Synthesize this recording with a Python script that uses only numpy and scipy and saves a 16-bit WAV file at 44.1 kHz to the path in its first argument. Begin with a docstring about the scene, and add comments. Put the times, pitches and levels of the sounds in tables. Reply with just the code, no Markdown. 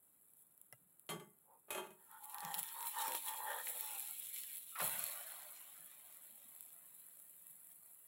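"""Hot oil hisses and crackles around an omelette while a metal spatula knocks and scrapes the pan.
The crackle grows as the egg is lifted; the wet side lands, the sizzle flares, then settles to a fine hiss.
Filtered random clicks and short tones make the frying; damped pan modes and noise make the knocks.
Clicks sent through resonances make the scraping, and swells of narrow noise make the wet slaps and bumps.
A short room tail follows the frying, over a quiet background with a wavering low hum."""
import sys
import numpy as np
from scipy import signal
from scipy.fft import rfft, irfft
from scipy.io import wavfile
from scipy.ndimage import uniform_filter1d, map_coordinates

SR = 44100
rng = np.random.default_rng(int(sys.argv[2]) if len(sys.argv) > 2 else 0)


def dump(signal):
    """Clip the signal to [-1, 1] and save it as 16-bit WAV at the path in sys.argv[1]."""
    limited = np.clip(np.atleast_2d(signal).T, -1, 1)
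    pcm = np.round(limited * 32767).astype(np.int16)
    wavfile.write(sys.argv[1], SR, pcm)


N = 355887
T = np.arange(N) / SR  # time [s]
LANDING_S = 4.77  # when the wet side lands

# colour of the fine fizz: (pitch [Hz], level [dB per Hz])
FIZZ_COLOUR = [(1000, -27), (3800, -31.5), (4800, -41.5), (6400, -36.5), (7300, -12), (8300, -9.5),
               (9300, -14.5), (10000, -3.5), (10700, 0), (11600, -5), (12700, -1.5), (13900, -8.5),
               (15700, -4), (16600, -24)]
# colour of the coarser spitting: (pitch [Hz], level [dB per Hz])
SPITTING_COLOUR = [(100, -64), (600, -30), (1600, -11.5), (2050, -1.5), (2400, -1.5), (2700, -2.5),
                   (3300, 0), (4400, -1.5), (4700, -17), (4950, -9), (5400, -3.5), (6200, -9), (7500, 2),
                   (11000, -12.5)]
# dense clatter between the ringing modes: (pitch [Hz], level [dB per Hz])
CLATTER_COLOUR = [(30, -30), (75, -27), (120, -28), (180, -19), (270, 1), (400, -4.5), (600, 4.5),
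                  (1100, -5), (2000, -12.5), (3200, -12), (4900, -29), (7600, -14.5), (9300, -18.5),
                  (10800, -8), (16000, -28)]


def sizzle(fine_flutter_db=1.0, spit_flutter_db=2.33, spit_tone_share=0.59, crackle_share=0.41):
    """Fine fizz, coarser spitting and a muffled bubbling, each of random clicks, the last two with short tones."""
    # sparse crackle among the spitting: (pitch [Hz], level [dB per Hz])
    crackle_colour = [(500, -36), (1500, -16.5), (1950, -4), (3200, 1.5), (4300, 1), (4800, -21),
                      (5500, -16), (7000, -10), (12000, -19)]
    # steam bubbling under the turned omelette: (pitch [Hz], level [dB per Hz])
    steam_colour = [(80, -47), (250, -43), (470, -19.5), (600, -4), (850, -7.5), (1200, -5.5), (1700, -8),
                    (2300, -7), (4000, -34.5)]
    # frying before the flip, rising as the egg is lifted off the oil: (time [s], level [dB])
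    frying = [(0, -71), (1.7, -73.5), (2.17, -64.5), (2.55, -53.5), (2.8, -51), (3.1, -48), (3.45, -51),
              (3.85, -48), (4.2, -50.5), (4.56, -50.5), (4.65, -56.5), (4.75, -54)]
    # bubbles as fresh egg touches hot metal: (time [s], length [s], fizz [dB], spit [dB])
    flurries = [(.375, 0.049, -67.5, -90), (2.12, 0.015, -64, -77), (2.242, 0.0054, -55, -67),
                (2.3, 0.044, -60, -67.5), (2.435, 0.073, -74, -63), (2.544, .006, -53, -52),
                (2.59, 0.0062, -40.5, -51), (2.86, 0.03, -46, -59), (2.995, 0.034, -46, -51),
                (3.155, 0.024, -47, -53.5), (3.275, 0.016, -47, -50.5), (3.685, 0.022, -44, -59),
                (3.97, 0.071, -57, -60), (4.345, 0.054, -52, -59)]
    # flares at the landing: (flare [dB], its fall [dB per s], simmer [dB], its fall [dB per s])
    fine_flare = (-41, 29, -57.5, 1.45)
    spit_flare = (-49, 27.5, -66.5, 5.5)
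    steam_flare = (-53, 22, -75, 2.5)

    fine = colour(clicks(rate=6000, spread_db=3.7, cap=5.7), FIZZ_COLOUR)
    fine *= undb(fine_flutter_db * walk(70))

    coarse = colour(clicks(rate=3000, spread_db=3.2), SPITTING_COLOUR)
    coarse *= undb(spit_flutter_db * walk(35))
    coarse += crackle_share * colour(clicks(rate=170, spread_db=4.5, cap=2.6), crackle_colour)
    coarse += spit_tone_share * short_tones(SPITTING_COLOUR, 1500, 4500, count=3200, life_s=0.006)

    muffled = colour(clicks(rate=1200, spread_db=3.0), steam_colour)
    muffled += 0.9 * short_tones(steam_colour, 500, 2000, count=1100, life_s=0.011)

    # after the landing this first frying falls by 60 dB per second
    frying_db = np.interp(T, *np.transpose(frying)) - 60 * np.maximum(T - LANDING_S, 0)
    # spitting is at -58.5 dB when the frying is at -49.5 dB, and changes 1.52 times as fast
    spit_db = -58.5 + 1.52 * (frying_db + 49.5)
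    fine_flurry, spit_flurry = envelope(flurries, attack_s=0.014, release_s=0.0067)

    # gains join as powers
    fine_gain = np.linalg.norm([undb(frying_db), fine_flurry, flare(*fine_flare)], axis=0)
    spit_gain = np.linalg.norm([undb(spit_db), spit_flurry, flare(*spit_flare)], axis=0)
    return fine * fine_gain + patchy(coarse) * spit_gain + patchy(unit(muffled)) * flare(*steam_flare)


def flare(flare_db, fall_db_per_s, simmer_db, simmer_fall_db_per_s, rise_s=0.055):
    """Gain of the bubbling after the landing: surface water boils off fast, the rest slowly."""
    age = np.maximum(T - LANDING_S - rise_s, 0)
    contact = np.clip((T - LANDING_S) / rise_s, 0, 1)
    burst = undb(flare_db - fall_db_per_s * age)
    simmer = undb(simmer_db - simmer_fall_db_per_s * age)
    return contact * np.hypot(burst, simmer)


def short_tones(points, low_hz, high_hz, count, life_s):
    """Short tones at random times and pitches, each swelling and fading; rms 1."""
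    out, t = np.zeros(N), T[:SR // 16]
    for when, pitch, strength, life in rng.random((count, 4)):
        hz = low_hz + pitch * (high_hz - low_hz)
        age = t / (life_s * (0.5 + life))
        gain = undb(spectrum_db(points, hz) + 6 * strength)
        add(out, when * T[-1], gain * age * np.exp(-age) * np.sin(2 * np.pi * hz * t))
    return unit(out)


def patchy(x, depth_db=2.9, width_hz=200, rate_hz=14):
    """Random gains over pitch and time make the noise swell and fade in patches; rms 1."""
    hz, s, z = signal.stft(x, SR, nperseg=512)
    # a random map over pitch and time, read between its grid points
    places = np.meshgrid(hz / width_hz, s * rate_hz, indexing="ij")
    field = map_coordinates(noise(size=(128, 256)), places)
    return unit(signal.istft(z * undb(depth_db * field), SR)[1][:N])


def pops(spray=0.36, spray_s=0.00058):
    """Single larger bubbles snap and leave a brief spray; the wetter ones have more body."""
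    # sharp pops of oil: (time [s], peak level [dB], body before a shared 5 dB cut [dB])
    pop_rows = [(0.2127, -55, -27), (0.336, -48.5, -24), (.578, -46, -12), (0.615, -39, -21),
                (0.726, -40, -14), (0.996, -42, -22), (1.067, -47, -28), (1.387, -50.5, -38),
                (2.114, -44, -11), (2.2411, -42, -14), (2.256, -38, -15), (2.297, -34.5, -24),
                (2.3452, -29, -9), (2.384, -31.5, 3), (2.4056, -30.5, 8), (2.45, -28.5, 5),
                (2.518, -36, -13), (2.543, -23, 1), (2.548, -27, 3), (2.595, -35, -12), (2.6304, -26, -7),
                (2.638, -34, -2), (2.689, -33, 8), (2.807, -33, 13), (2.828, -32.5, 7.5), (2.87, -27, -4),
                (2.882, -35, -11), (2.987, -27, -1), (3.013, -33, 0), (3.07, -30, -15), (3.081, -24.5, -6),
                (3.121, -25.5, 12), (3.151, -21.5, 1), (3.285, -33, 6), (3.338, -39, 10), (3.532, -38, 5),
                (3.6706, -33, 11), (3.688, -30, -3), (3.809, -24, -30), (3.997, -28, -22), (4.004, -32, 0),
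                (4.11, -30, -22), (4.133, -45, 7), (4.199, -29, -14), (4.362, -33.5, 12), (4.436, -34.5, 8),
                (4.571, -39, -3), (4.878, -23, -9), (4.994, -22.5, -25), (5.0403, -22, -20),
                (5.86, -43, -28), (6.563, -40, -30), (6.608, -35, -27), (7.469, -39, -34),
                (7.556, -44, -32)]
    out, t = np.zeros(N), T[:1024]
    for s, db, body_db in pop_rows:
        burst = spray * noise(size=len(t)) * np.exp(-t / spray_s)
        burst[0] = 1  # the snap itself
        body = undb(body_db - 5) * colour(burst, SPITTING_COLOUR)
        snap = colour(burst, FIZZ_COLOUR) + body
        add(out, s, undb(db) * snap / np.abs(snap).max())
    return out


def scrape():
    """The spatula sticks and slips; its edge, flat side and tip ring differently, and the pan rocks."""
    # resonances of the dragging edge: (pitch [Hz], width [Hz], level [dB])
    edge_modes = [(891.7, 29, 8), (955, 76, 0.5), (853, 24, 4.5), (1041, 24, -1), (1093, 56, -12),
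                  (1182, 9.4, 0)]
    # the same columns for the flat blade, the rasping tip and the squeaking thin edge
    blade_modes = [(502, 50, 2), (559.5, 22, 2.5), (595, 24, 1), (777, 47, 2.5)]
    rasp_modes = [(1353, 85, -2.5), (1438, 67, -2), (1610, 126, 0.5), (1819.5, 38, 6.5), (1879, 34, 2),
                  (3340, 280, -10)]
    squeak_modes = [(1323, 49, -8), (1392, 78, -4.5)]
    # pushes over the pan: (time [s], length [s], edge drag [dB], flat blade rub [dB], tip rasp [dB],
    # squeak [dB], edge pitch [times])
    strokes = np.array([(1.503, 0.054, -69, -72, -100, -97, 1.01), (1.995, 0.039, -76, -83, -80, -83, 1.05),
                        (2.117, 0.06, -62.5, -90, -72, -65, 1.005),
                        (2.226, 0.082, -60, -84, -80, -77, 0.98),
                        (2.349, 0.043, -51.5, -86, -62, -67, 1.007),
                        (2.431, 0.09, -48.5, -68, -56.5, -71, 0.99),
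                        (2.545, 0.045, -53, -67, -60.5, -65, 0.96),
                        (2.616, 0.109, -64, -84, -64.5, -75, 1.024),
                        (2.762, 0.11, -52, -73.5, -65, -72, 1.05),
                        (2.975, 0.085, -44, -66.5, -53.5, -66, 0.99),
                        (3.07, 0.088, -50, -56, -58, -66, 1.054),
                        (3.274, 0.076, -50, -70.5, -61, -77, 0.99),
                        (3.403, 0.054, -48, -60.5, -63, -70, 0.98),
                        (3.475, 0.079, -49.5, -53.5, -50.5, -73, 1.02),
                        (3.579, 0.026, -56, -57.5, -54, -75, 1.05),
                        (3.667, 0.11, -64.5, -64.5, -66.5, -75, 0.98),
                        (3.832, 0.14, -59, -71.5, -77, -67, 0.96), (4.024, 0.025, -66, -89, -85, -79, .94),
                        (4.09, 0.026, -70, -91, -85, -73, 0.93)])
    # the pan rocks on its stand as the blade wedges under the egg: (time [s], length [s], level [dB])
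    rocking_rows = [(2.45, 0.024, -60), (2.565, 0.049, -67)]

    slips = clicks(rate=2000, spread_db=1.5) * undb(1.2 * walk(55))
    # the resonances shift as the point of contact travels
    middle_s = strokes[:, 0] + strokes[:, 1] / 2
    edge_pitch = np.interp(T, middle_s, strokes[:, -1])
    parts = [
        waver(sustain(resonances(slips, edge_modes)), 0.008, edge_pitch),
        waver(resonances(slips, blade_modes), 0.02),
        waver(resonances(slips, rasp_modes), 0.005),
        waver(resonances(slips, squeak_modes), 0.012),
    ]
    pushes = envelope(strokes[:, :-1], attack_s=0.023, release_s=0.023)
    rocking = unit(resonate(slips, hz=168, width=34))
    rocking *= envelope(rocking_rows, attack_s=0.01, release_s=0.025)[0]
    return np.sum(pushes * parts, axis=0) + rocking


def resonances(x, modes):
    """One push shakes several resonances at once, and their sounds add up; rms 1."""
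    return unit(sum(undb(db) * resonate(x, hz, width) for hz, width, db in modes))


def sustain(x, share=0.63, size=900):
    """Stick and slip feed a ringing edge as fast as it loses energy, evening out its strength; rms 1."""
    power = np.abs(uniform_filter1d(x ** 2, size)) + 1e-9
    return unit(x / power ** (np.clip(share, 0, 1) / 2))


def waver(x, share, pitch=1, rate=6):
    """Reading a sound faster or slower scales every pitch in it, here with a small random wander."""
    return np.interp(np.cumsum(pitch + share * walk(rate)) / SR, T, x)


def knocks(bass_hz=430, treble_hz=2200, overtone_t60=0.26, roughness_db=3, count=48):
    """Each blow rings the pan's main modes and many weak overtones over a short clatter."""
    # blows and their bounces: (time [s], level [dB], bass [dB], treble [dB], ring length [times],
    # spot [0 wall to 1 floor])
    knock_rows = [(1.091, -4.5, 17.5, 4, 1, 0.084), (1.105, -8.5, 16.5, 2, 0.91, 0),
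                  (1.198, -16, 13, -3.5, 0.76, 0.0011), (1.684, -17, -24, -33, 1, 0.71),
                  (1.7052, -7.5, -15, 11, 0.99, 1), (1.722, -4, -22, -21, 0.99, 1),
                  (1.748, -1, 5.5, -2.5, 0.96, 1), (1.777, -1, 0, -7, 1, 0.76),
                  (1.838, -12, 10, -5, 0.94, 0.86), (1.905, -19.5, 0, -4.5, 0.54, 1),
                  (2.43, -16, -30, 2, 0.25, 1), (3.08, -7.5, -26, -16, 0.47, 0.69),
                  (3.147, -7, -30, -1, 0.27, 0.8)]
    # modes of the pan on its stand and of the spatula: (pitch [Hz], level when struck on the wall [dB],
    # level when struck on the floor [dB], time to fall 60 dB at ring length 1 [s])
    pan_modes = [(164, -4.5, -16, 0.36), (205.9, -4, -7, 0.37), (353, -1.5, -4.5, 0.32),
                 (371, -4, -1, 0.36), (413, -3.5, -2, 0.33), (428.3, -1, -2, 0.2), (575, -16, 3.5, 0.15),
                 (623, -6, 2.5, 0.27), (785, -9, -11, 0.23), (865, -4, 2, 0.32), (949, -11.5, -3.5, 0.32),
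                 (1137, 0, -7, 0.31), (1185, -2.5, -8, 0.3), (1354, -18, -17.5, 0.42),
                 (1480, -9, -10, 0.29), (1577, -10, -13, 0.22), (1720, -9.5, -16, 0.27),
                 (1830, -16, -15, 0.38), (2073, -6, -9.5, 0.34), (2330, -8, -13, 0.23),
                 (2517, -18, -1, 0.3), (2830, -20, -21, 0.15), (3060, -0.5, -15, 0.15),
                 (3176, -3, -5.5, 0.29), (3740, -12, -13, 0.23), (4140, -20, -20, 0.16),
                 (4280, -4, -13, 0.13), (5030, -18, -36, 0.29), (5530, -25, -32, 0.19),
                 (6200, -28, -34, 0.26), (6670, -16, -26, 0.32), (6600, -15, -22, 0.4),
                 (8000, -17, -21, 0.5), (11100, -14, -12, 0.25), (12600, -9, -3, .15)]

    out = np.zeros(N)
    hz, wall_db, floor_db, t60 = np.transpose(pan_modes)
    overtone_hz = 1200 + 14500 * ((np.arange(count) + rng.random(count)) / count) ** 1.2
    overtone_db = spectrum_db(CLATTER_COLOUR, overtone_hz) + 2 * noise(size=count)
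    for s, level_db, bass_db, treble_db, share, spot in knock_rows:
        t = T[:int(SR * 0.4 * min(share, 1.1))]
        db = wall_db + np.clip(spot, 0, 1) * (floor_db - wall_db)
        blow = undb(-48) * ring(hz, db, t60 * share, t)
        blow += undb(-50) * ring(overtone_hz, overtone_db, np.full(count, overtone_t60 * share), t)
        # a random wander makes the clatter die away unevenly
        clatter = colour(noise(size=len(t)), CLATTER_COLOUR) * undb(roughness_db * walk(90)[:len(t)])
        blow = blow + undb(-49.5) * clatter * np.exp(-np.log(1000) * t / (0.27 * share))
        # metal meets metal with a short bright crack
        blow += undb(-41) * (clatter - lowpass(clatter, treble_hz)) * np.exp(-t / 0.018)

        # split into bass, middle and treble to set the tone of each blow
        bass, body = lowpass(blow, bass_hz), lowpass(blow, treble_hz)
        middle, treble = body - bass, blow - body
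        # the heavy low modes take a moment to build up
        bass_swell = undb(bass_db) * (1 - np.exp(-t / 0.056))
        add(out, s, undb(level_db) * (bass * bass_swell + middle + undb(treble_db) * treble))
    return out


def ring(hz, db, t60, t, wander_rate=70):
    """Damped modes whose strength and phase wander at random as they die away."""
    out, t = np.zeros(len(t), np.float32), t.astype(np.float32)
    knots = np.arange(64)
    for mode_hz, mode_db, mode_t60 in zip(hz.tolist(), db.tolist(), t60.tolist()):
        # each mode gets a slightly random level and a random phase
        start = undb(mode_db + rng.standard_normal()) * np.exp(2j * np.pi * rng.random())
        wander = 1 + 0.55 * (noise(size=len(knots)) + 1j * noise(size=len(knots)))
        strength = np.interp(t * wander_rate, knots, start * wander).astype(np.complex64)
        angle = 2 * np.pi * mode_hz * t
        wave = strength.real * np.sin(angle) + strength.imag * np.cos(angle)
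        out += wave * np.exp(float(-np.log(1000) / mode_t60) * t)
    return out


def taps(split_hz=1400, crack_db=-6, crack_s=0.0062):
    """The hand-damped handle cracks and rings; a sharp touch favours its high modes, a soft one its low ones."""
    # a light tap as the grip changes, then a duller bump:
    # (time [s], level [dB], low modes [dB], high modes [dB])
    tap_rows = [(0.726, -57, -22, 1.5), (0.731, -59, 0, -18)]
    # modes of the tapped handle: (pitch [Hz], level [dB], time to fall 60 dB [s])
    handle_modes = [(128, -4, 0.12), (600, 3.5, 0.029), (770, -5, 0.03), (1060, -7, 0.061),
                    (1330, -9.5, 0.097), (1640, -9, 0.072), (2020, 3.5, 0.036), (2400, -25, .07),
                    (2820, -13.5, 0.11), (3400, -17, .04), (3800, -18, 0.051), (5450, -6, .025),
                    (6060, -24, .08), (6650, -20, .04)]
    out, t = np.zeros(N), T[:SR // 8]
    hz, db, t60 = np.transpose(handle_modes)
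    for s, level_db, bass_db, treble_db in tap_rows:
        crack = colour(noise(size=len(t)), CLATTER_COLOUR) * np.exp(-t / crack_s)
        tone_db = np.where(hz < split_hz, bass_db, treble_db)
        ringing = ring(hz, db + level_db + tone_db, t60, t)
        add(out, s, ringing + undb(level_db + crack_db) * crack)
    return out


def slaps():
    """Wet slaps and air pockets, as the egg peels off and lands, puff through narrow resonances."""
    # (time [s], level [dB], pitch [Hz], width [Hz], rise [s], decay [s])
    slap_rows = [(3.67, -41.5, 2080, 450, 0.00075, 0.004), (4.437, -59, 1900, 349, 0.00087, 0.0051),
                 (4.715, -66, 1290, 90, 0.0055, 0.042), (4.751, -46, 1290, 90, 0.0055, 0.012),
                 (4.753, -50.5, 1730, 1010, 0.0051, 0.027), (4.768, -50.5, 1070, 200, 0.017, .024),
                 (4.792, -42.5, 1510, 1510, 0.0097, 0.017), (4.798, -42.5, 925, 450, 0.0038, 0.046),
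                 (4.812, -47, 600, 300, 0.0058, 0.041), (4.812, -54, 159, 70, .0023, 0.063),
                 (4.815, -67, 71, 40, .008, 0.1), (4.93, -64.5, 150, 80, 0.0088, 0.064),
                 (5.29, -66, 720, 200, 0.03, 0.09)]
    return puffs(slap_rows)


def bumps():
    """Soft low bumps, each a swell of noise around one low pitch."""
    # (time [s], level [dB], pitch [Hz], width [Hz], rise [s], decay [s])
    bump_rows = [(.8, -77, 159, 40, 0.034, 0.057), (3.078, -54.5, 390, 201, 0.005, 0.025),
                 (3.11, -61, 312, 70, 0.02, 0.031), (5.78, -72, 157, 60, 0.018, 0.034),
                 (6.29, -75.5, 220, 60, 0.028, 0.033), (6.44, -76.5, 238, 60, 0.018, 0.035),
                 (7.48, -73.5, 160, 40, 0.021, 0.049)]
    return puffs(bump_rows)


def puffs(rows):
    """Short swells of random noise, like turbulent air, in one resonance each."""
    out, t = np.zeros(N), T[:SR * 3 // 4]
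    for s, db, hz, width, rise_s, decay_s in rows:
        swell = np.minimum(t / rise_s, 1) * np.exp(-np.maximum(t - rise_s, 0) / decay_s)
        add(out, s, undb(db) * swell * unit(resonate(noise(size=len(t)), hz, width)))
    return out


def kitchen(x, t60=0.27):
    """Close stone walls add a short, dense tail."""
    t = T[:SR // 2]
    tail = noise(size=len(t)) * np.exp(-np.log(1000) * t / t60) * (t > 0.002)
    return x + undb(-11) * signal.fftconvolve(x, tail / np.linalg.norm(tail))[:N]


def background():
    """Soft filtered noise, slowly wavering, with a low hum of narrow noise that comes and goes."""
    # colour of the kitchen's quiet background: (pitch [Hz], level [dB per Hz])
    kitchen_colour = [(25, -8.5), (60, -2), (100, 3.5), (170, -6), (260, 5), (500, 0), (850, -1.5),
                      (1400, -4), (2500, -14), (4000, -53), (5000, -47), (16000, -18)]
    hush = undb(-84) * colour(noise(), kitchen_colour) * undb(walk(0.64))
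    hum = undb(-91) * unit(resonate(noise(), hz=169.6, width=45)) * undb(1.8 * walk(5.3))
    return hush + hum


def undb(db):
    """Decibels to gain."""
    return 10 ** (np.asarray(db) / 20)


def unit(x):
    """Scale to rms 1."""
    return x / np.sqrt(np.mean(x ** 2) + 1e-30)


def noise(size=N):
    """White noise."""
    return rng.standard_normal(size)


def add(out, s, x):
    """Mix x into out from time s on."""
    i = max(int(s * SR), 0)
    out[i:i + len(x)] += x[:max(N - i, 0)]


def walk(rate):
    """Random wander with a spread near 1, in straight lines between 'rate' new values a second."""
    return 1.2 * np.interp(T * rate, np.arange(8192), noise(size=8192))


def clicks(rate, spread_db, cap=4.5):
    """Random clicks, 'rate' a second on average, many small and a few large; rms 1."""
    size = undb(spread_db * np.minimum(rng.exponential(size=N), cap))
    return unit((rng.random(N) < rate / SR) * size * np.sign(noise()))


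def spectrum_db(points, hz):
    """Read a list of (pitch [Hz], level [dB]) points at the given pitches."""
    at, db = np.transpose(points)
    return np.interp(np.log(hz), np.log(at), db)


def colour(x, points):
    """Filter through (pitch [Hz], level [dB]) points, never ahead of time; keeps the power of white noise."""
    size = 4096
    f = np.maximum(np.fft.rfftfreq(size, 1 / SR), 1)
    # folding the cepstrum forward makes the filter answer as early as possible
    cepstrum = irfft(np.log(undb(spectrum_db(points, f))))
    cepstrum[1:size // 2] *= 2
    cepstrum[size // 2 + 1:] = 0
    response = irfft(np.exp(rfft(cepstrum)))
    return signal.fftconvolve(x, response / np.linalg.norm(response))[:len(x)]


def resonate(x, hz, width):
    """A steep resonance: two band-passes in a row, each 1.5 times as wide as the pair should be."""
    b, a = signal.iirpeak(hz, hz / (1.5 * width), fs=SR)
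    return signal.lfilter(b, a, signal.lfilter(b, a, x))


def lowpass(x, hz):
    """Gentle low-pass without delay."""
    return signal.filtfilt(*signal.butter(1, hz, fs=SR), x, padtype=None)


def envelope(rows, attack_s, release_s):
    """Gains of (time, length, dB, ..) events that swell up to their time, hold and fade; one per dB column."""
    power = np.zeros((len(rows[0]) - 2, N))
    lead_s = 0.2  # room for the swell ahead of each event
    t = T[:SR * 3 // 4] - lead_s
    for s, length_s, *levels in rows:
        shape = np.exp(np.minimum(t, 0) / attack_s - np.maximum(t - length_s, 0) / release_s)
        for layer, db in zip(power, levels):
            add(layer, s - lead_s, (undb(db) * shape) ** 2)
    return np.sqrt(power)


def scene():
    """Frying with its room tail, then spatula, slaps and bumps without it, over the quiet background."""
    frying = kitchen(sizzle() + pops())
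    spatula = scrape() + knocks() + taps()
    return (frying + spatula + slaps() + bumps() + background())[None]


def record(dry):
    """The phone drops the deepest bass and cuts the top steeply."""
    dry = signal.sosfilt(signal.butter(2, 50, "high", fs=SR, output="sos"), dry)
    top_cut = signal.firwin(401, 15900, fs=SR)  # top edge [Hz]
    return signal.fftconvolve(dry, top_cut[None], mode="same", axes=1)


dry = scene()
out = record(dry)
dump(out)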